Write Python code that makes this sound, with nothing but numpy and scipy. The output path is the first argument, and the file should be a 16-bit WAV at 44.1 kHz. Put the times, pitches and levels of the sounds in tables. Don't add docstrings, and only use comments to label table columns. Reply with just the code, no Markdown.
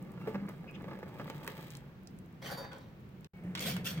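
import sys
import numpy as np
from scipy import signal
from scipy.fft import rfft, irfft, next_fast_len
from scipy.io import wavfile
from scipy.ndimage import uniform_filter1d, map_coordinates

SR = 44100
rng = np.random.default_rng(int(sys.argv[2]) if len(sys.argv) > 2 else 0)


def wrap_up_sound(samples):
    columns = np.atleast_2d(samples).T
    tamed = np.clip(columns, -1, 1)
    steps = np.round(tamed * 32767).astype(np.int16)
    wavfile.write(sys.argv[1], SR, steps)


N = 176400

RUMBLE_ENVELOPE = [(0, -45.5), (.14, -50.5), (.24, -43.5), (.62, -48.5), (.88, -46), (1.05, -51),
                   (1.22, -47), (1.55, -52), (2.07, -54.5), (2.17, -48), (2.3, -56), (2.5, -47.5),
                   (2.75, -54.5), (3.26, -52.5)]
RUMBLE_SPECTRUM = [(30, -22.5), (85, -30), (130, -2.5), (190, -0.5), (240, -11), (370, -14), (500, -24.5),
                   (1000, -56)]
AIR_SPECTRUM = [(20, -22), (60, 0), (110, 3.5), (300, -7), (700, -15), (2300, -22), (6000, -38),
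                (10000, -48.5), (15000, -36)]

# start_s, level_db, centre_hz
CLICKS = [(0.026, -47, 14000), (0.119, -49, 14000), (.491, -39.5, 12100), (.712, -50.5, 14000),
          (.822, -51, 13000), (.990, -51, 13000), (1.300, -31.5, 3030), (1.446, -37, 1300),
          (1.466, -35.5, 1510), (1.4772, -21.5, 1900), (1.705, -38.5, 6500), (1.752, -36.5, 3870),
          (1.770, -40.5, 8350), (2.073, -41.5, 5450), (2.188, -47.5, 9800), (2.732, -40.5, 3000),
          (2.784, -50.5, 7000), (3.2455, -40.5, 3500), (3.552, -25, 3000), (3.594, -27, 4470),
          (3.7669, -29, 2130)]
CLICK_SPECTRUM = [(.1, -20), (.5, -7), (1, 0), (2, -12), (3.5, -20), (7, -17)]  # multiple_of_centre, level_db
# start_s, length_s, pitch_hz, level_db, waver_share, overtones_db
SQUEAKS = [(0.181, 0.13, 1363, -58.5, 0.0069, 0), (0.67, 0.043, 2470, -49.5, 0.094, -20),
           (0.736, 0.033, 2585, -50.5, 0.24, -12), (2.706, 0.039, 1460, -47.5, 0.107, -20),
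           (3.317, .09, 2220, -63, .012, -31), (3.852, 0.031, 1376, -43.5, 0.0213, 6.5),
           (3.858, 0.032, 3290, -57, 0.02, -16)]
SQUEAK_HARMONICS = [-3.9, -20, -26]

STAND_ENVELOPE = [(3.34, -61), (3.39, -43.5), (3.415, -51.5), (3.445, -41), (3.51, -42.5), (3.57, -42.5),
                  (3.72, -38), (3.79, -38.5), (3.87, -43), (4, -38)]
STAND_SPECTRUM = [(30, -26), (130, -5), (177, 0), (230, -10), (370, -18.5), (470, -16.5), (1200, -33.5),
                  (2200, -28.5), (4000, -55.5)]
STAND_RESONANCE = [(183.2, 17, 0.5)]  # centre_hz, bandwidth_hz, level_db

KNOCKS = [(2.717, -56, 0.14), (3.552, -33.5, 0.04), (3.574, -37.5, 0.077), (3.609, -42.5, 0.031),
          (3.657, -37.5, .03), (3.765, -34, 0.025), (3.975, -46, 0.065)]
STEEL_RESONANCES = [(1445, 52, -5), (2260, 140, -1), (3280, 280, 1.5), (4400, 130, -6), (5470, 90, -3)]  # centre_hz, bandwidth_hz, level_db
TOOL_STROKES = [(3.6, 0.007, 0.024, 0.14, -39.5), (3.644, 0.025, 0.028, .24, -38.5),
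                (3.841, 0.017, 0.025, 0.24, -38)]
SCRAPE_SPECTRUM = [(200, -32), (450, -4.5), (950, -16), (1500, -12.5), (3300, -11), (4500, -9.5),
                   (8000, -15.5), (11000, -16), (14500, -11.5), (16000, -24)]
RASP_LEADS_S = [0.00013, .00005]

# start_s, rise_s, hold_s, t60_s, body_db, grit_db
PAN_SHOVES = [(2.415, 0.0099, 0.025, 0.12, -58, -53.5), (2.44, 0.018, 0.062, 0.29, -47, -52),
              (2.564, 0.014, 0.073, 0.21, -48.5, -63.5), (2.707, 0.012, 0.052, 0.6, -57.5, -66)]
DRAG_SPECTRUM = [(100, -15), (200, -9), (300, -6.5), (420, -10), (560, -3), (700, -11), (1050, -7.5),
                 (1400, -15.5), (2500, -24.5), (5000, -61)]
GRIT_SPECTRUM = [(800, -15), (1500, -3), (2600, -6.5), (3600, -3.5), (5000, -9), (10000, -24.5),
                 (16000, -19)]
PAN_RESONANCES = [(563, 54, 2), (817, 100, -1.5), (1480, 66, -3), (1730, 140, 2.5), (2030, 120, -1)]  # centre_hz, bandwidth_hz, level_db
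RIM_MODES = [(3677, -7, .64), (4597, 4, .4), (4930, -6, .25), (5669, -14, .2), (6724, -6, .2),
             (9500, -6, .16), (10680, -10, .2), (13840, -4, .22), (15250, -11, .16)]
RIM_HITS = [(2.468, -64, 9), (2.509, -49, 2.5), (2.574, -49.5, 0.5)]  # start_s, level_db, tilt_db_per_octave

# start_s, pitch_hz, level_db, t60_s
BUBBLES = [(.273, 434.6, -27, 0.12), (.343, 195.6, -30, 0.5), (.424, 200.4, -36.5, 0.29),
           (1.355, 145.7, -40.5, 0.24), (1.719, 138, -45, 1)]
POUR_ENVELOPE = [(0, -60.5, -76), (.3, -52, -76), (.62, -61, -106), (.92, -54.5, -69.5), (1.1, -55, -67),
                 (1.42, -55, -59.5), (1.55, -54.5, -56), (1.76, -65, -61), (1.82, -64, -72),
                 (2.0, -69.5, -89)]
SPLASH_SPECTRUM = [(120, -20), (250, -2.5), (400, 0), (600, -6.5), (1050, -11), (2200, -19.5),
                   (5000, -31.5), (10000, -54), (16000, -39)]
SIZZLE_SPECTRUM = [(800, -9), (1700, 2), (3100, -0.5), (5300, -9), (8300, -9.5), (10500, -19), (12500, -5),
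                   (16000, -10)]
CAVITY_RESONANCES = [(567, 45, 0.5), (884, 57, -0.5), (1210, 130, 0), (1665, 120, 1.5), (2145, 160, 2),
                     (2830, 47, -16)]
SPATTERS = [(.213, -48.5, 0.061), (.273, -42, 0.14), (.345, -36.5, 0.049), (.355, -38.5, 0.046),
            (.485, -40, 0.038), (.496, -42, 0.023), (.642, -50, 0.03), (.809, -46.5, 0.03),
            (.842, -41.5, 0.03), (.882, -43.5, 0.059), (.990, -47, 0.02), (.910, -43.5, 0.089),
            (.932, -43, 0.037), (.953, -48, 0.023), (1.029, -39, 0.029), (1.197, -36.5, 0.064),
            (1.214, -44, 0.052), (1.278, -39, 0.028), (1.300, -40.5, 0.057), (1.478, -43, 0.11),
            (1.590, -44, 0.028)]
STEAM_PUFFS = [(.272, -56, 0.24), (.492, -64, 0.53)]

ROOM_DECAY = [(200, 0.23), (2000, 0.33), (12000, 0.062)]
COHERENCE = [(60, 0.63), (160, 1), (400, 0.72), (1000, 0.016), (3000, 0)]
CHANNEL_BALANCE = [(100, 0), (1000, -.5), (4400, -1), (8500, -4.5), (11000, 0), (14000, 7.5)]  # frequency_hz, left_over_right_db

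MOULD_LEAD_S = .00012


def amp(db):
    return 10 ** (np.asarray(db) / 20)


def unit(x):
    return x / np.sqrt(np.mean(x ** 2) + 1e-20)


def along(points, hz):
    frequencies, values = np.transpose(points)
    return np.interp(np.log(hz + 1), np.log(frequencies + 1), values)


def envelopes(rows):
    times, *columns = np.transpose(rows)
    t = np.arange(N) / SR
    outside_s = np.maximum(times[0] - t, 0) + np.maximum(t - times[-1], 0)
    return [amp(np.interp(t, times, levels) - 200 * outside_s) for levels in columns]


def stroke(start, rise, hold, t60):
    t = np.arange(N) / SR - start
    return np.clip(t / rise, 0, 1) * amp(-60 * np.maximum(t - rise - hold, 0) / t60)


def wobble(knots_per_s):
    knots = rng.standard_normal(int(N * knots_per_s / SR) + 4)
    return map_coordinates(knots, [np.arange(N) * knots_per_s / SR])


def add(track, start, sound):
    part = track[round(start * SR):][:len(sound)]
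    part += sound[:len(part)]


def filtered(x, response):
    size = next_fast_len(N + SR // 2)
    return irfft(rfft(x, size) * response(np.fft.rfftfreq(size, 1 / SR)), size)[..., :N]


def body(x, spectrum, resonances=(), ring_db=0, size=8192):
    hz = np.fft.rfftfreq(size, 1 / SR)
    peaks = sum(amp(db + ring_db) ** 2 / (1 + (2 * (hz - centre) / width) ** 2)
                for centre, width, db in resonances)
    magnitude = amp(along(spectrum, hz)) * np.sqrt(1 + peaks)
    cepstrum = irfft(np.log(np.maximum(magnitude, 1e-6)))
    cepstrum[1:size // 2] *= 2
    cepstrum[size // 2 + 1:] = 0
    response = irfft(np.exp(rfft(cepstrum)))
    return signal.fftconvolve(x, response / np.linalg.norm(response))[:N]


def grit(per_s, spread_db, hiss_db):
    sizes = amp(spread_db * np.minimum(rng.exponential(size=N), 3)) * rng.choice([-1, 1], N)
    impacts = unit(sizes * (rng.random(N) < per_s / SR))
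    return unit(impacts + amp(hiss_db) * rng.standard_normal(N))


def bursts(rows):
    out, t = np.zeros(N), np.arange(SR // 4) / SR
    for start, db, t60 in rows:
        add(out, start, amp(db - 60 * t / t60) * rng.standard_normal(len(t)))
    return out


def shifting(x, depth_db, patch_hz=257.4, patch_s=.03):
    hz, t, spectra = signal.stft(x, SR, nperseg=512)
    grid = np.meshgrid(hz / patch_hz, t / patch_s, indexing="ij")
    patches = map_coordinates(rng.standard_normal((256, 512)), grid, mode="wrap")
    return unit(signal.istft(spectra * amp(depth_db * patches), SR, nperseg=512)[1][:N])


def diffuse(spectrum):
    def mid_side(hz):
        angle = np.arccos(np.clip(along(COHERENCE, hz), -1, 1)) / 2
        return amp(along(spectrum, hz)) * [np.cos(angle), np.sin(angle)]
    mid, side = filtered(rng.standard_normal((2, N)), mid_side)
    return unit(np.array([mid + side, mid - side]))


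def placed(x, wet_db, lead_s=MOULD_LEAD_S, early_db=7, early_t60_s=.019):
    hz, t, spectra = signal.stft(rng.standard_normal((2, SR // 2)), SR, nperseg=256)
    decay = amp(-60 * t / along(ROOM_DECAY, hz)[:, None]) + amp(early_db - 60 * t / early_t60_s)
    tail = signal.istft(spectra * decay, SR, nperseg=256)[1]
    room = signal.fftconvolve(x[None], tail / np.linalg.norm(tail[0]), axes=1)[:, :N]
    direct = filtered(x, lambda f: np.exp(1j * np.pi * f * lead_s * np.array([[1], [-1]])))
    return (direct + amp(wet_db) * room) / np.hypot(1, amp(wet_db))


def background(air_db=-55.5):
    level, = envelopes(RUMBLE_ENVELOPE)
    return level * diffuse(RUMBLE_SPECTRUM) + amp(air_db) * diffuse(AIR_SPECTRUM)


def clicks(tail_t60_s=.007, ticks_per_s=14):
    out = np.zeros(N)
    for start, db, centre_hz in CLICKS:
        click = amp(-9) * bursts([(.00088, db, tail_t60_s)])
        click[0] += amp(db + 8.5)
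        add(out, start, body(click, [(centre_hz * k, level) for k, level in CLICK_SPECTRUM]))
    tick_sizes = amp(-44.5 + 3.5 * rng.standard_normal(N))
    ticks = tick_sizes * (rng.random(N) < ticks_per_s / SR)
    return placed(out + np.diff(ticks, prepend=0) / 2, wet_db=-5)


def squeaks():
    out, t = np.zeros(N), np.arange(N) / SR
    for start, length, hz, db, waver, overtones_db in SQUEAKS:
        phase = 2 * np.pi * np.cumsum(hz * (1 + waver * wobble(900))) / SR
        swell = np.sin(np.pi * np.clip((t - start) / length, 0, 1))
        overtones = sum(amp(level + overtones_db) * np.sin(k * phase)
                        for k, level in enumerate(SQUEAK_HARMONICS, 2))
        out += amp(db) * swell * (np.sin(phase) + overtones)
    return placed(out, wet_db=-1)


def stand():
    push, = envelopes(STAND_ENVELOPE)
    drumming = unit(body(rng.standard_normal(N), STAND_SPECTRUM, STAND_RESONANCE, ring_db=6.5))
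    return placed(amp(.5) * push * drumming, wet_db=-15.5)


def knocks():
    spectrum = [(150, -3), (600, 6), (2200, 5.5), (5000, -1), (15000, -17)]
    return placed(body(bursts(KNOCKS), spectrum, STEEL_RESONANCES, ring_db=9.5), wet_db=2.5)


def tool_scrape():
    force = sum(amp(db) * stroke(*shape) for *shape, db in TOOL_STROKES)
    catching = unit(amp(1.3 * wobble(220)))
    scrape = np.zeros((2, N))
    for lead_s in RASP_LEADS_S:
        crunch = shifting(grit(per_s=1100, spread_db=2.5, hiss_db=-9.5), depth_db=4)
        rasp = body(force * catching * crunch, SCRAPE_SPECTRUM, STEEL_RESONANCES, ring_db=6.5)
        scrape += placed(rasp, wet_db=3, lead_s=lead_s)
    return amp(-2.5) * scrape


def pan_slide():
    body_force = sum(amp(db) * stroke(*shape) for *shape, db, _ in PAN_SHOVES)
    grit_force = sum(amp(db) * stroke(*shape) for *shape, _, db in PAN_SHOVES)
    coarse = shifting(grit(per_s=610, spread_db=1.5, hiss_db=-6.5), depth_db=2.5)
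    fine = shifting(grit(per_s=1200, spread_db=2, hiss_db=-15), depth_db=3)
    drag = body(body_force * coarse, DRAG_SPECTRUM, PAN_RESONANCES, ring_db=5)
    sand = body(grit_force * fine, GRIT_SPECTRUM)
    return amp(2) * placed(drag + sand, wet_db=2, lead_s=0)


def pan_ring(attack_s=.0024):
    ring, t = np.zeros(N), np.arange(SR // 2) / SR
    lowest_hz = RIM_MODES[0][0]
    for start, db, tilt in RIM_HITS:
        modes = np.zeros(len(t))
        for hz, level, t60 in RIM_MODES:
            mode_db = level + tilt * np.log2(hz / lowest_hz)
            modes += amp(mode_db - 60 * t / t60) * np.sin(2 * np.pi * hz * (start + t))
        add(ring, start, amp(db - 4.5) * modes * (1 - np.exp(-t / attack_s)))
    return placed(ring, wet_db=-13, lead_s=0)


def bubbles(attack_s=.0018, rise_per_s=.14):
    out, t = np.zeros(N), np.arange(SR // 2) / SR
    for start, hz, db, t60 in BUBBLES:
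        envelope = amp(db - 60 * t / t60) * (1 - np.exp(-t / attack_s))
        phase = 2 * np.pi * hz * t * (1 + rise_per_s * t / 2)
        add(out, start, envelope * np.sin(phase))
    return placed(out, wet_db=-20)


def pour():
    splash_level, sizzle_level = envelopes(POUR_ENVELOPE)
    stream = splash_level * shifting(grit(per_s=350, spread_db=2, hiss_db=-7), depth_db=2.5)
    splash = body(stream + amp(1.5) * bursts(SPATTERS), SPLASH_SPECTRUM, CAVITY_RESONANCES, ring_db=4.5)
    fizz = sizzle_level * grit(per_s=650, spread_db=8, hiss_db=-9.5)
    sizzle = body(fizz + bursts(STEAM_PUFFS), SIZZLE_SPECTRUM)
    return placed(splash, wet_db=-6.5) + placed(sizzle, wet_db=1)


def scene():
    return (background() + clicks() + squeaks() + stand() + knocks() + tool_scrape()
            + pan_slide() + pan_ring() + bubbles() + pour())


def record(dry):
    dip_start_s, dip_end_s, dip_db, top_hz = 3.272, 3.335, -36.5, 16100
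    t = np.arange(N) / SR
    gate = np.where((t > dip_start_s) & (t < dip_end_s), amp(dip_db), 1.)
    dipped = dry * uniform_filter1d(gate, size=130)
    sides = np.array([[.5], [-.5]])
    return filtered(dipped, lambda hz: amp(along(CHANNEL_BALANCE, hz) * sides) * (hz < top_hz))


dry = scene()
out = record(dry)
wrap_up_sound(out)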